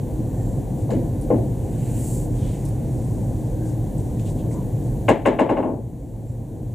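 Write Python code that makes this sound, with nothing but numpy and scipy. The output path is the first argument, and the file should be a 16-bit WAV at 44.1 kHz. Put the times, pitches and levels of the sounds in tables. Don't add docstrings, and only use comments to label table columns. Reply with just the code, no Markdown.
import sys
import numpy as np
from scipy import signal
from scipy.fft import rfft, irfft, next_fast_len
from scipy.io import wavfile
from scipy.ndimage import uniform_filter1d

SR = 44100
rng = np.random.default_rng(int(sys.argv[2]) if len(sys.argv) > 2 else 0)


def put_to_file(sound):
    columns = np.atleast_2d(sound).T
    safe = np.clip(columns, -1, 1)
    whole_steps = np.round(safe * 32767)
    wavfile.write(sys.argv[1], SR, whole_steps.astype(np.int16))


def convert_level_to_amplitude(level_db):
    exponent = np.asarray(level_db, float) / 20
    return 10 ** exponent


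N = 297234

# pitch_hz, density_db (per Hz)
RUMBLE = [(11, -36), (18, -31), (43, -2.5), (75, -9.5), (119, -1), (196, -11), (278, -11.5), (311, -13.5),
          (418, -20.5), (522, -18), (573, -25), (770, -27.5), (1060, -40.5), (1270, -61), (1500, -52),
          (1950, -73), (3300, -120)]
HISS = [(710, -18), (1200, 0), (1320, -12), (1520, -3), (1750, -1), (2620, -7), (4160, -7.5), (5270, -13.5),
        (5920, -5), (7340, -1), (11000, -5), (14700, -3), (15500, -3.5)]
# pitch_hz, width_hz, level_db
DUCTS = [(48.3, 13, -47), (114, 26, -29), (128.15, 7, -42), (309.2, 17.5, -41), (10020, 150, -69.5)]
# pitch_hz, likeness (0 to 1)
AIR_LIKENESS = [(60, 1), (100, 0.98), (180, 0.97), (310, 0.88), (550, 0.94), (950, 0.86), (1650, 0.97),
                (2860, 0.95), (4970, 1), (8640, 0.9), (15000, 0.043)]
BLOW_LIKENESS = [(60, 0.64), (180, 0.84), (550, 0.84), (1650, 0.73), (4970, 0.98), (15000, 0.43)]
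# pitch_hz, left_over_right_db
AIR_LEAN = [(60, -1.5), (150, 0), (380, 3.5), (950, 2.5), (2380, 1), (5980, -1), (15000, 1)]
BLOW_LEAN = [(60, -10), (150, -1), (380, 3.5), (1100, 7), (2380, 0), (5980, 3), (15000, -10)]

# pitch_hz, density_db (per Hz)
SWISH = [(2650, -32), (4500, -20), (5280, -20), (7210, -3.5), (7640, -1), (11500, -11.5), (14500, -14),
         (15500, -12)]
RUB = [(1100, -24), (1500, 3), (2000, 2.5), (2800, 4), (3500, -4), (4100, -2), (5000, -8)]
# start_s, length_s, level_db
SHIRTS = [(.191, .5, -63), (.755, .11, -56), (.94, .2, -68), (2.22, 0.58, -52), (2.72, 0.72, -56),
          (3.301, .29, -58), (3.62, .14, -52.5), (3.89, 0.35, -60), (4.2, .11, -59), (4.239, 0.104, -51),
          (4.33, .1, -57), (4.498, .06, -51), (4.78, .18, -60), (6.15, .28, -61)]
# start_s, length_s, level_db
SEAMS = [
    (.25, .42, -58),
    (6.003, .16, -62),
    (6.22, .14, -60),
]
# start_s, length_s, level_db
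TOWELS = [
    (2.33, 0.27, -55.5),
    (4.247, 0.065, -54),
    (4.37, .06, -57.5),
]
# start_s, length_s, level_db
APRONS = [
    (2.3, 0.49, -59.5),
    (2.7, 0.27, -63.5),
]
# start_s, length_s, level_db, pitch_hz
SOLES = [
    (0.269, 0.21, -62, 1800),
    (3.578, 0.14, -60, 1590),
    (4.497, 0.15, -47.5, 970),
]

# start_s, thud_db, clack_db (re thud), tick_db (re thud), tilt_db (per octave)
CONTACTS = [
    (.903, -25.5, -19.5, -21, -9),
    (.946, -30, -36, -55, -20.5),
    (1.3024, -16, -33, -54, -7.5),
]
# start_s, thud_db
BOUNCES = [
    (5.0820, -10),
    (5.2535, -7),
    (5.3875, -6),
    (5.4900, -8.5),
    (5.5673, -11),
    (5.6253, -13),
    (5.6690, -17.5),
    (5.7020, -23),
    (5.7270, -28),
    (5.7455, -35),
]
# start_s, level_db, pitch_hz, width_hz
TICKS = [(.892, -30, 614, 346), (.915, -24.5, 510, 298), (1.3035, -17.5, 516, 300),
         (0.904, -50.5, 4080, 2500), (1.211, -44, 9550, 3850), (1.212, -62, 4500, 1990),
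         (2.652, -43.5, 9300, 7000), (2.686, -48, 11000, 5830), (3.979, -48, 8300, 2500),
         (4.194, -48.5, 7340, 3000), (4.194, -54, 3000, 3000), (4.255, -52, 8060, 4000),
         (4.293, -52, 8000, 4000), (4.512, -55.5, 1900, 800), (4.512, -55, 8500, 3000),
         (4.537, -52, 7300, 2000)]
# pitch_hz, density_db (per Hz)
THUD = [(35, -43), (70, -17), (130, -5), (170, -9.5), (270, 0.5), (340, -3), (480, -2), (600, -1.5),
        (720, -10), (850, -2.5), (1000, -12), (1150, -17.5), (1280, -27), (1600, -31.5)]
CLACK = [(900, -30), (1300, -8), (1650, 8.5), (1870, 5.5), (2100, 6.5), (2350, 3), (2600, -0.5), (2850, 0),
         (3100, -6), (3500, -9), (3950, -12), (4300, -20), (5200, -24), (6500, -50)]
TOUCH = [(2940, -6.5), (5000, -22.5), (5390, -17), (7000, -2.5), (8670, -6), (9400, -9.5), (10800, -12),
         (15500, -21)]
# pitch_hz, level_db, t60_s
SLATE_RINGS = [(225, -2, 0.63), (330, 8, 0.44), (417, -19, 0.16), (510, -0.5, 0.18), (560, -6.5, 0.42),
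               (672, 4.5, 0.5), (724, -2.5, 0.5), (827, 6, 0.13), (945, -46, 0.098), (1057, 5, 0.16),
               (1110, -15, 0.075), (1123, -38, 0.18), (1510, -9, .2), (496, 8, 0.24)]
BALL_RINGS = [(1610, -13, 0.088), (2166, 7, 0.051), (2550, -1, .09), (2757, 3, 0.099), (2883, 1, 0.078)]
# delay_s, clack_db, tick_db, left_over_right_db
EARLY = [(.0012, 5, -32, 2), (.0045, -15, -12, -3), (.0082, -7, 7, 1), (.0098, -16, 11.5, -2),
         (0.013, -1.5, 5, 3), (0.015, -3, -12, 1), (0.0186, 4, 7, 9), (0.0222, 1, -11, 2),
         (.036, -24, -12, 3), (0.041, -14, -14, 1)]
# pitch_hz, t60_s, build_up_s, lateness_s, hold_s
HALL = [(150, 0.63, 0.023, 0.0032, 0.033), (400, 0.41, 0.0068, 0.0031, 0.041),
        (890, 0.32, 0.0051, 0.0014, 0.023), (1900, 0.36, 0.0012, .0002, 0.004),
        (3500, 0.32, 0.0084, .0002, 0.009), (7500, 0.22, 0.0051, 0.0035, .012),
        (12900, 0.061, 0.0044, .0025, 0.0061)]


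def evened(x):
    return x / np.sqrt(np.mean(x ** 2) + 1e-20)


def read(points, hz):
    f, value = np.transpose(points)[:2]
    return np.interp(np.log(hz + 1), np.log(f + 1), value)


def band(points):
    return lambda hz: convert_level_to_amplitude(read(points, hz)) * (hz >= points[0][0]) * (hz <= points[-1][0])


def peak(centre_hz, width_hz):
    return lambda hz: 1 / (1 + (2 * (hz - centre_hz) / width_hz) ** 2)


def drift(seconds):
    size = max(round(seconds * SR), 1)
    once = uniform_filter1d(rng.standard_normal(N), size)
    return evened(uniform_filter1d(once, size))


def add(mix, start_s, sound):
    part = mix[:, round(start_s * SR):][:, :sound.shape[1]]
    part += sound[:, :part.shape[1]]


def microphone_ports(noise, likeness, lean):
    a, b = rfft(noise)
    hz = np.fft.rfftfreq(noise.shape[1], 1 / SR)
    alike = np.clip(read(likeness, hz), 0, 1)
    tilt = convert_level_to_amplitude(read(lean, hz) / 2)
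    left = a * tilt
    right = (alike * a + np.sqrt(1 - alike ** 2) * b) / tilt
    return hz, np.array([left, right])


def air(shape, size=N):
    fast = next_fast_len(size)
    hz, z = microphone_ports(rng.standard_normal((2, fast)), AIR_LIKENESS, AIR_LEAN)
    return evened(irfft(z * shape(hz), fast)[:, :size])


def ventilation():
    rumble = convert_level_to_amplitude(-24.5 + 0.45 * drift(0.076)) * air(band(RUMBLE))
    ducts = sum(convert_level_to_amplitude(db) * air(peak(hz, width)) for hz, width, db in DUCTS)
    hiss = convert_level_to_amplitude(-53.5) * air(band(HISS))
    return rumble + ducts + hiss


def reflections(size):
    return rng.standard_normal((2, size)) * (rng.random((2, size)) < .12)


def hall(taps, colour, build_share, smear_s):
    size = taps.shape[1]
    t = np.arange(size) / SR
    hz, z = microphone_ports(evened(taps), BLOW_LIKENESS, BLOW_LEAN)
    z = z * colour(hz)
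    sound = np.zeros((2, size))
    far = convert_level_to_amplitude(-26.0 - 60 * t / 0.2)
    for k, (_, t60, build, late, hold) in enumerate(HALL):
        share = read([(row[0], float(j == k)) for j, row in enumerate(HALL)], hz)
        since = np.maximum(t - build_share * late, 0)
        rise = 1 - np.exp(-since / (build_share * build + smear_s))
        decay = convert_level_to_amplitude(-60 * np.maximum(t - build_share * hold, 0) / t60)
        sound += irfft(z * share, size) * rise * (decay + far)
    return sound


def stroke(full_s, ease_s, level_db, rise_db_per_s, fall_db_per_s):
    t = np.arange(N) / SR
    swell = rise_db_per_s * np.maximum(full_s - t, 0)
    ease = fall_db_per_s * np.maximum(t - ease_s, 0)
    lift = 300 * np.maximum(t - 2.25, 0)
    return convert_level_to_amplitude(level_db - swell - ease - lift)


def cloth():
    mix = air(band(SWISH)) * stroke(2.06, 2.14, -40, rise_db_per_s=45, fall_db_per_s=66)
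    mix += air(band(RUB)) * stroke(1.84, 1.98, -57, rise_db_per_s=55, fall_db_per_s=40)
    fabrics = [(SHIRTS, (8030, 3700)), (SEAMS, (7500, 500)), (TOWELS, (3200, 2100)), (APRONS, (1960, 1700))]
    rustles = [row + kind for rows, kind in fabrics for row in rows]
    rustles += [row + (200,) for row in SOLES]
    for start, length, db, hz, width in rustles:
        size = round(length * SR)
        swell = np.sin(np.pi * np.arange(size) / size)
        add(mix, start, convert_level_to_amplitude(db) * swell * air(peak(hz, width), size))
    return mix * convert_level_to_amplitude(0.41 * drift(0.0022) + 0.19 * drift(0.035))


def knocks_and_ticks():
    mix = np.zeros((2, N))
    snap_db = 13.5
    fade_in = np.sin(np.pi / 2 * np.minimum(np.arange(400) / 66, 1)) ** 2
    for start, db, hz, width in TICKS:
        colour = lambda f: evened(peak(hz, 1.4 * width)(f) ** 2)
        pulse = irfft(colour(np.fft.rfftfreq(12000, 1 / SR)))
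        click = np.roll(pulse, 66)[:400] * fade_in
        add(mix, start, convert_level_to_amplitude(db + snap_db) * np.sqrt(8000 / hz) * np.array([click, click]))
        add(mix, start, convert_level_to_amplitude(db - 1.5) * hall(reflections(12000), colour, 0.04, 0.00018))
    return mix


def ringing(modes, t, weight):
    return sum(weight(f) * convert_level_to_amplitude(db - 60 * t / t60) * np.sin(2 * np.pi * f * t) for f, db, t60 in modes)


def blow(thud_db, clack_db, tick_db, smear_s, tilt_db, shared, alike,
         ring_db, early_db, slate_hz, build_share, ball_db):
    size = shared.shape[1]
    t, hz = np.arange(size) / SR, np.fft.rfftfreq(size, 1 / SR)

    def dull(f):
        return convert_level_to_amplitude(tilt_db * np.log2(np.clip(f, 230, 1500) / 400)) * np.minimum(f / slate_hz, 1) ** 3

    clack = convert_level_to_amplitude(clack_db) * evened(band(CLACK)(hz))
    clack *= convert_level_to_amplitude(16.0 * min(tilt_db, 0) * np.log2(np.maximum(hz / 2950, 1)))
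    tick = convert_level_to_amplitude(tick_db) * evened(band(TOUCH)(hz))
    taps = alike * shared + np.sqrt(1 - alike ** 2) * reflections(size)
    sound = hall(taps, lambda f: dull(f) * evened(band(THUD)(f)) + clack + tick, build_share, smear_s)

    slate = ringing(SLATE_RINGS, t, dull) * (1 - np.exp(-t / (0.0021 + smear_s)))
    sound += convert_level_to_amplitude(ring_db + np.array([[1.5], [-1.5]])) * slate
    ball = ringing(BALL_RINGS, t, lambda f: 1) * (1 - np.exp(-t / 0.0024))
    sound += convert_level_to_amplitude(clack_db + ball_db) * ball

    echoes = 0
    for delay, mid_db, top_db, lean in EARLY:
        sides = convert_level_to_amplitude(np.array([[lean], [-lean]]) / 2)
        bright = convert_level_to_amplitude(mid_db) * clack + convert_level_to_amplitude(top_db) * tick
        echoes = echoes + sides * bright * np.exp(-2j * np.pi * hz * delay)
    sound += convert_level_to_amplitude(early_db) * irfft(echoes, size) * np.minimum(t / .0005, 1) * (t < .1)
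    return convert_level_to_amplitude(thud_db) * sound


def set_down(shared):
    mix = np.zeros((2, N))
    for start, thud_db, clack_db, tick_db, tilt_db in CONTACTS:
        add(mix, start, blow(thud_db, clack_db, tick_db, 0.00018, tilt_db, shared, alike=0.42, ring_db=-10.5,
                             early_db=-6, slate_hz=238, build_share=0.57, ball_db=-16))
    return mix


def bouncing_ball(shared):
    mix = np.zeros((2, N))
    for k, (start, thud_db) in enumerate(BOUNCES):
        speed_db = -2.5 * k
        cushion_db = 4 * min(speed_db + 12, 0)
        clack_db = -13 + speed_db + cushion_db
        tick_db = -26.5 + 1.5 * speed_db
        tilt_db = .5 * min(speed_db + 9.5, 0)
        ball_db = -3.5 - 0.3 * speed_db
        add(mix, start, blow(thud_db, clack_db, tick_db, .0008, tilt_db, shared, alike=.9, ring_db=-13.5,
                             early_db=10.0, slate_hz=60, build_share=0.71, ball_db=ball_db))
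    return mix


def scene():
    shared = reflections(32768)
    return ventilation() + cloth() + knocks_and_ticks() + set_down(shared) + bouncing_ball(shared)


def band_limit(x):
    return signal.sosfilt(signal.butter(12, 15780, fs=SR, output="sos"), x)


def record(dry):
    power = uniform_filter1d((dry ** 2).mean(0), size=600, origin=299)
    power_db = 10 * np.log10(abs(power) + 1e-12)
    creep_db = np.arange(N) * 2.7 / SR
    held_db = np.maximum.accumulate(power_db + creep_db) - creep_db
    over_db = np.clip(held_db + 11.0, 0, None)
    lag = np.exp(-1 / (.017 * SR))
    duck_db = 12.17 * np.tanh(signal.lfilter([1 - lag], [1, -lag], over_db) / 7)
    overloaded = 1.128 * np.tanh(dry / convert_level_to_amplitude(duck_db) / 1.083)
    top_edge = signal.firwin(255, 15900, window=("kaiser", 9), fs=SR)[None]
    return band_limit(signal.oaconvolve(overloaded, top_edge, "same"))


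dry = scene()
out = record(dry)
put_to_file(out)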